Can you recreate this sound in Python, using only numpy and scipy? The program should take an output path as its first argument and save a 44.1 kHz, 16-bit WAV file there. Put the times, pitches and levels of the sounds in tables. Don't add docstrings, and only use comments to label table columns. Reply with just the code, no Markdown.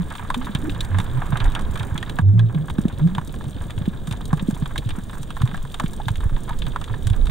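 import sys
import numpy as np
from scipy import signal
from scipy.fft import rfft, irfft
from scipy.io import wavfile
from scipy.ndimage import uniform_filter1d

SR = 44100
rng = np.random.default_rng(int(sys.argv[2]) if len(sys.argv) > 2 else 0)


def to_wav(s):
    ch = np.atleast_2d(s).T
    pcm = np.round(np.clip(ch, -1, 1) * 32767)
    wavfile.write(sys.argv[1], SR, pcm.astype(np.int16))


def nominal_scale(level):
    x = np.asarray(level, float) / 20
    return 10 ** x


N = 321930


def evened(x):
    return x / np.sqrt(np.mean(x ** 2) + 1e-20)


def read(points, hz):
    point_hz, value = np.transpose(points)
    return np.interp(np.log(hz + 1), np.log(point_hz + 1), value)


def add(mix, start_s, sound):
    part = mix[..., max(round(start_s * SR), 0):][..., :sound.shape[-1]]
    part += sound[..., :part.shape[-1]]


def flow(column):
    # start_s, rumble_db, slosh_db, fizz_db, far_crackle_db, bass_left_right_db
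    flow_rows = [
        (0.0, -35, -36, -46, -49.5, -2.5),
        (1.36, -24, -33, -38.5, -49, -6.5),
        (2.58, -36.5, -34.5, -49, -52, -2.5),
        (5.59, -31.5, -38, -50.5, -50, -2.5),
        (7.3, -21.5, -34.5, -48.5, -50, -7.5),
    ]
    names = ["start_s", "rumble_db", "slosh_db", "fizz_db", "far_crackle_db", "bass_left_right_db"]
    rows = np.array(flow_rows)
    return np.interp(np.arange(N) / SR, rows[:, 0], rows[:, names.index(column)])


def lumpy(spectrum, lump_db, lump_s):
    hz = np.fft.rfftfreq(N, 1 / SR)
    white = rng.standard_normal((2, N))
    noise = irfft(rfft(white) * nominal_scale(read(spectrum, hz)), N)
    lumps = rfft(rng.standard_normal(N)) * np.exp(-(hz * lump_s) ** 2)
    swell_db = lump_db * evened(irfft(lumps, N))
    return evened(noise * nominal_scale(swell_db))


def grains(per_s, spread_db, tail_s, hiss):
    size_db = spread_db * np.minimum(rng.exponential(1, N), 3.5)
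    size = nominal_scale(size_db) * (rng.random(N) < per_s / SR)
    power = signal.lfilter([1], [1, -np.exp(-1 / (tail_s * SR))], size ** 2)
    return evened(np.sqrt(power / power.mean() + hiss) * rng.standard_normal((2, N)))


def shell(x, lo_hz, hi_hz):
    # pitch_hz, width_hz, level_db
    modes = [(974, 580, 2), (1218, 680, -2.5), (1650, 307, 1), (2317, 870, -7.5), (3380, 930, -3),
             (3720, 330, -2.5), (4650, 600, -15), (5800, 690, -18), (7080, 1870, -16),
             (8510, 183, -9.5), (8915, 1560, -16),
             (10400, 450, -23), (11400, 700, -24), (12250, 400, -26), (13900, 900, -33),
                 (14750, 600, -17), (15550, 450, -22)]
    hz = abs(np.fft.fftfreq(4096, 1 / SR))
    power = 0
    for pitch_hz, width_hz, level_db in modes:
        power = power + nominal_scale(2 * level_db) / (1 + (2 * (hz - pitch_hz) / width_hz) ** 2) ** 2
    power = power / (1 + (lo_hz / (hz + 1)) ** 8) / (1 + (hz / hi_hz) ** 8)
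    log_gain = np.log(power + 1e-10) / 2
    phase = -signal.hilbert(log_gain).imag
    ring = np.fft.ifft(np.exp(log_gain + 1j * phase)).real[:2048]
    return signal.oaconvolve(x, ring[None] / np.linalg.norm(ring), axes=1)[:, :N]


def whine():
    # pitch_hz, level_db
    tones = [(15625, -72)]
    t = np.arange(N) / SR
    return sum(np.sqrt(2) * nominal_scale(level_db) * np.sin(2 * np.pi * hz * t) for hz, level_db in tones)


def water():
    # pitch_hz, density_db (per Hz)
    rumble_curve = [(2, -17.5), (4, -1.5), (21, 10), (50, -2.5), (80, -7), (150, -52), (300, -120)]
    # pitch_hz, density_db (per Hz)
    slosh_curve = [(29, -5), (50, -2), (136, -3), (339, -16.5), (539, -21), (800, -29.5), (1040, -57),
                   (1760, -120)]
    rumble = nominal_scale(flow("rumble_db")) * lumpy(rumble_curve, lump_db=3.3, lump_s=.15)
    slosh = nominal_scale(flow("slosh_db") + 2.5) * lumpy(slosh_curve, lump_db=2.4, lump_s=.03)
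    return rumble + slosh


def crackle():
    fizz = shell(grains(per_s=170, spread_db=10.5, tail_s=0.0071, hiss=0.31), 550, 2220)
    far = shell(grains(per_s=220, spread_db=5.0, tail_s=0.0015, hiss=0.22), 2920, 4350)
    fine = nominal_scale(-2.5) * shell(grains(per_s=260, spread_db=7.0, tail_s=0.0021, hiss=0.4), 6030, SR / 2)
    duck_s, duck_db, recover_s = 2.222, -13, .25
    since_s = np.arange(N) / SR - duck_s
    dip = nominal_scale(duck_db * np.exp(-abs(since_s) / recover_s) * (since_s > 0))
    return dip * (nominal_scale(flow("fizz_db") + 3.5) * fizz + nominal_scale(flow("far_crackle_db") - 2.0) * (far + fine))


def snaps():
    # start_s, low_db, middle_db, high_db
    snap_rows = [(0.1029, -52, -35, -40), (0.1237, -56, -56, -40), (0.1529, -24.5, -29, -38),
                 (0.182, -42, -32, -50), (0.3025, -15.5, -30.5, -32), (0.3438, -20, -20.5, -30),
                 (0.4458, -58, -32, -48), (0.4907, -55, -43, -57), (0.55, -22.5, -18, -28),
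                 (0.696, -54, -24.5, -43), (0.8073, -38, -25.5, -24.5), (0.849, -47, -44, -34),
                 (0.9858, -17, -26.5, -28), (1.001, -21, -25.5, -31.5), (1.22, -19, -39, -49),
                 (1.3718, -25.5, -28, -34), (1.4024, -28, -20, -41), (1.4426, -32, -30, -33),
                 (1.5198, -46, -36, -40), (1.551, -26.5, -19.5, -32.5), (1.5936, -30, -40, -36),
                 (1.6196, -41, -57, -41), (1.7572, -28, -32, -38), (1.7754, -36, -33, -35.5),
                 (1.7966, -36, -27, -37), (1.8307, -44, -35, -38), (1.978, -39, -24, -32),
                 (2.0279, -24, -26, -37.5), (2.096, -30, -26.5, -33.5), (2.1876, -12, -30.5, -32),
                 (2.3936, -22.5, -27.5, -38), (2.526, -37, -56, -51), (2.5466, -31, -34, -49),
                 (2.6831, -25, -40, -48), (2.7003, -28, -30.5, -40), (2.7833, -25.5, -34, -44),
                 (2.817, -75, -42, -41.5), (2.8522, -35, -53, -62), (2.8827, -58, -34.5, -38),
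                 (2.984, -37, -47, -46.5), (3.0738, -30, -40, -42), (3.15, -27.5, -28.5, -38),
                 (3.1817, -18, -32.5, -41.5), (3.2143, -31, -51, -47), (3.275, -45, -57, -34.5),
                 (3.341, -29.5, -42, -44), (3.4099, -34, -45, -48), (3.4407, -35, -43, -43),
                 (3.4834, -47.5, -46, -45), (3.6291, -63, -62, -51), (3.7059, -51, -31, -37),
                 (3.779, -34, -33, -48), (3.8555, -39, -32, -53), (4.0723, -28, -38, -34),
                 (4.111, -27, -27.5, -32), (4.125, -36, -28, -32), (4.2084, -30.5, -51, -51),
                 (4.255, -49, -52, -32), (4.33, -17, -36, -36), (4.396, -35, -28.5, -52),
                 (4.5095, -43, -46, -34.5), (4.5473, -57, -43, -40), (4.658, -25, -29.5, -62),
                 (4.7587, -20, -31, -39), (4.7796, -50, -22, -24), (4.891, -32, -29, -34.5),
                 (4.9058, -30.5, -26, -41), (5.096, -31.5, -35, -51), (5.1325, -40, -54, -42),
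                 (5.1518, -34, -56, -46), (5.2307, -37, -37, -32.5), (5.305, -28, -29, -40),
                 (5.367, -22, -36.5, -40), (5.418, -24.5, -27.5, -32), (5.4553, -56, -52, -38),
                 (5.4761, -54, -33.5, -43), (5.513, -27.5, -38, -52), (5.5443, -20.5, -36, -40),
                 (5.576, -31, -35, -45), (5.651, -30.5, -51, -46), (5.7431, -22.5, -26.5, -33.5),
                 (5.7987, -13, -24, -27.5), (5.8364, -28, -42, -42), (5.8609, -45, -30, -46),
                 (5.934, -36.5, -50, -38), (6.0012, -28.5, -50, -49), (6.0837, -18.5, -22, -30),
                 (6.105, -47, -41.5, -42.5), (6.157, -41, -30.5, -40), (6.2056, -32.5, -40, -43),
                 (6.296, -31, -50, -55), (6.3637, -41, -35.5, -69), (6.4789, -33, -45, -51),
                 (6.4931, -22, -41, -34.5), (6.589, -47, -48, -33), (6.6207, -33, -24, -44),
                 (6.6662, -27.5, -28, -39), (6.7606, -17.5, -32, -40), (6.8138, -29, -35, -38),
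                 (6.8413, -48, -30, -37), (6.8777, -32, -45, -52), (6.9402, -28, -43, -52),
                 (7.0704, -27, -29, -25), (7.1003, -37, -31, -36), (7.1328, -52, -31, -52),
                 (7.2564, -42, -41, -37), (7.2698, -32, -29.5, -39), (7.2966, -27, -33, -46)]
    # low_hz, high_hz, t60_s
    bands = [(630, 1730, 0.036), (2124, 4030, 0.035), (4700, 14000, 0.027)]
    t, out = np.arange(2600) / SR, np.zeros((2, N))
    bursts = rng.standard_normal((len(snap_rows), 3, 2, len(t)))
    bursts[..., 4] = 4.7
    for k, (lo_hz, hi_hz, t60_s) in enumerate(bands):
        shape = nominal_scale(-60 * t / t60_s) + nominal_scale(-22.5 - 60 * t / 0.11)
        train = np.zeros((2, N))
        for row, burst in zip(snap_rows, bursts):
            level_db = row[1 + k] - 3.0
            add(train, row[0] - .0004, nominal_scale(level_db) * shape * burst[k])
        out += shell(train, lo_hz, hi_hz)
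    return out


def pings():
    # start_s, peak_db, pitch_hz, t60_s
    ping_rows = [(0.303, -9.5, 1000, 0.053), (0.806, -11, 3790, 0.032), (1.221, -17, 880, 0.051),
                 (2.029, -14, 1784, 0.028), (2.393, -25, 1650, 0.056), (3.183, -7.5, 950, 0.03),
                 (4.329, -22, 1094, 0.046), (4.777, -19, 3810, 0.042), (5.543, -19.5, 1594, 0.055),
                 (6.0, -14, 796, 0.04), (6.506, -15, 890, 0.058), (6.939, -17.5, 1680, 0.031)]
    t, out = np.arange(4000) / SR, np.zeros((2, N))
    for start_s, peak_db, hz, t60_s in ping_rows:
        decay_db = -60 * t / np.clip(t60_s, .01, .1)
        shape = (1 - np.exp(-t / 0.00033)) * nominal_scale(peak_db - 5.5 + decay_db)
        add(out[0], start_s, shape * np.sin(2 * np.pi * hz * t * (1 + 3.9 * t)))
    return out


def thumps():
    # start_s, peak_db, pitch_hz, t60_s
    knocks = [(0.363, -28, 239, 0.07), (0.491, -27.5, 204, 0.11), (0.548, -15, 137, 0.042),
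              (0.685, -28, 290, 0.078), (0.927, -29, 99, 0.03), (1.307, -25, 127.3, 0.2),
              (1.327, -13, 124, 0.07), (1.404, -20.5, 108, 0.2), (1.692, -22.5, 79, 0.05),
              (1.801, -22, 108, 0.13), (1.918, -18, 86, 0.044), (1.949, -22.5, 156, 0.041),
              (2.098, -24.5, 138, 0.078), (2.191, -15, 151, 0.058), (2.707, -23.5, 82.6, 0.059),
              (2.785, -10.5, 186, 0.03), (2.852, -9, 189, 0.032), (2.926, -23, 90, 0.09),
              (3.179, -23.5, 148, 0.054), (3.461, -25, 135, 0.1), (3.604, -23, 84, 0.078),
              (3.773, -19, 97, 0.066), (3.811, -19.5, 147, 0.047), (3.876, -12.5, 184, 0.038),
              (4.079, -21.5, 150, 0.061), (4.11, -20.5, 116, 0.051), (4.288, -30, 116, 0.09),
              (4.329, -10, 152, 0.065), (4.423, -17.5, 167, 0.045), (4.484, -11.5, 205, 0.046),
              (4.527, -19.5, 138, 0.04), (4.621, -15.5, 144.6, 0.058), (4.858, -17.5, 112, 0.069),
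              (4.918, -28, 100, 0.1), (4.98, -22, 184, 0.053), (5.2, -29.5, 128, 0.062),
              (5.269, -44, 146, 0.061), (5.409, -19, 95.7, 0.03), (5.432, -9.5, 120, 0.08),
              (5.53, -28, 178, 0.11), (5.635, -28.5, 133, 0.13), (5.839, -14, 158, 0.03),
              (6.065, -20.5, 114.6, 0.071), (6.103, -16.5, 105, 0.063), (6.173, -23, 80.7, 0.077),
              (6.256, -14, 75, 0.03), (6.318, -22.5, 114.6, 0.062), (6.505, -28, 134.4, 0.14),
              (6.668, -24, 127, 0.13), (7.194, -33, 73.6, 0.15)]
    t, out = np.arange(6000) / SR, np.zeros(N)
    for start_s, peak_db, hz, t60_s in knocks:
        swell = 1 - np.exp(-(t * hz / 0.55) ** 2)
        shape = swell * nominal_scale(-60 * t / np.clip(t60_s, .02, .3))
        phase = 2 * np.pi * hz * (t + 0.0013 * (1 - np.exp(-t / 0.0019)))
        add(out, start_s + 0.00071, nominal_scale(peak_db + 3.5) * shape / shape.max() * np.sin(phase))
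    return out


def gulps():
    # start_s, pitch_hz, level_db
    pockets = [
        [(0, 196, -19), (.02, 174, -21.5), (.04, 172, -41)],
        [(.368, 257, -25), (.4, 249, -29.5), (.44, 280, -43), (.47, 307, -36)],
        [(.625, 288, -49), (.64, 289, -29), (.67, 300, -32), (.69, 310, -20.5)],
        [(.897, 106, -16), (.91, 100.2, -24), (.95, 95.5, -17), (1, 99.5, -20), (1.04, 107, -42),
         (1.1, 115, -33), (1.2, 132.3, -16)],
        [(.96, 170, -32), (1, 174, -27), (1.04, 172, -50)],
        [(2.212, 93.5, -20), (2.23, 92.4, -16.5), (2.29, 95.85, -8.5), (2.34, 102.7, -16), (2.37, 108.7, -11),
         (2.44, 115.7, -13.5), (2.49, 122.2, -21), (2.53, 133, -36)],
        [(2.33, 189, -28.5), (2.36, 172.5, -21.5), (2.41, 170, -28), (2.47, 177, -34)],
        [(2.545, 167.3, -28.5), (2.565, 159, -16), (2.59, 151.7, -23.5), (2.62, 159.2, -23.5), (2.65, 165, -34)],
        [(3.0, 146, -37), (3.02, 154.9, -16.5), (3.065, 163.1, -10), (3.085, 171.1, -27), (3.13, 181, -29),
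         (3.17, 201, -29)],
        [(6.895, 116, -38), (6.92, 110, -20), (6.95, 108, -26.5)],
        [(7.053, 105, -29), (7.075, 99, -13.5), (7.095, 98, -38), (7.11, 104.6, -11.5), (7.135, 98, -23),
         (7.145, 95, -27.5)],
    ]
    out = np.zeros(N)
    drift = uniform_filter1d(rng.standard_normal(N), size=600)
    waver = evened(uniform_filter1d(drift, size=600))
    for rows in pockets:
        point_s, pitch_hz, level_db = np.transpose(rows)
        t = np.arange(point_s[0], point_s[-1], 1 / SR)
        shake = 1 + 0.039 * waver[int(point_s[0] * SR):][:len(t)]
        phase = 2 * np.pi * np.cumsum(np.interp(t, point_s, pitch_hz) * shake) / SR
        tone = np.sin(phase) + 0.037 * np.sin(2 * phase)
        level = np.sqrt(2) * nominal_scale(np.interp(t, point_s, level_db))
        add(out, point_s[0], level * tone * signal.windows.tukey(len(t), .08))
    return out


def ports(near, spare):
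    # pitch_hz, likeness (0..1)
    likeness = [(60, 0.82), (400, 0.92), (1300, 0.85), (4400, 0.79), (15000, 1)]
    # pitch_hz, lead_rad
    left_lead = [(20, .4), (520, 1.02), (1810, 0.53), (2330, -1.3), (3100, 0.3), (5400, 0.32),
                 (12000, 0.29)]
    # pitch_hz, balance_db
    balance = [(60, -2), (180, -2.5), (550, -0.5), (1650, -3.5), (4970, 1), (15000, -3)]
    hz = np.fft.rfftfreq(N, 1 / SR)
    same = np.sqrt(np.clip(read(likeness, hz), 0, 1))
    tilt = nominal_scale(read(balance, hz) / 2) * np.exp(.5j * read(left_lead, hz))
    shared = same * rfft(near)
    unshared = np.sqrt(1 - same ** 2) * rfft(spare) / np.sqrt(2)
    return irfft(np.array([(shared + unshared) * tilt, (shared - unshared) / tilt]), N)


def scene():
    low = water()
    low[0] += gulps() + thumps()
    lean = nominal_scale(np.outer([.5, -.5], flow("bass_left_right_db") + 3))
    bass = lean * ports(*low) * nominal_scale(2.1)
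    treble = ports(*(crackle() + snaps() + pings()))
    return bass + treble + whine()


def low_pass(x):
    return signal.sosfilt(signal.butter(12, 16960, fs=SR, output="sos"), x)


def record(dry):
    limited = np.tanh(dry / 0.91) * 0.89
    edge = signal.firwin(201, 16200, window=("kaiser", 9), fs=SR)
    mix = signal.oaconvolve(limited, edge[None], "same")
    return low_pass(mix)


dry = scene()
out = record(dry)
to_wav(out)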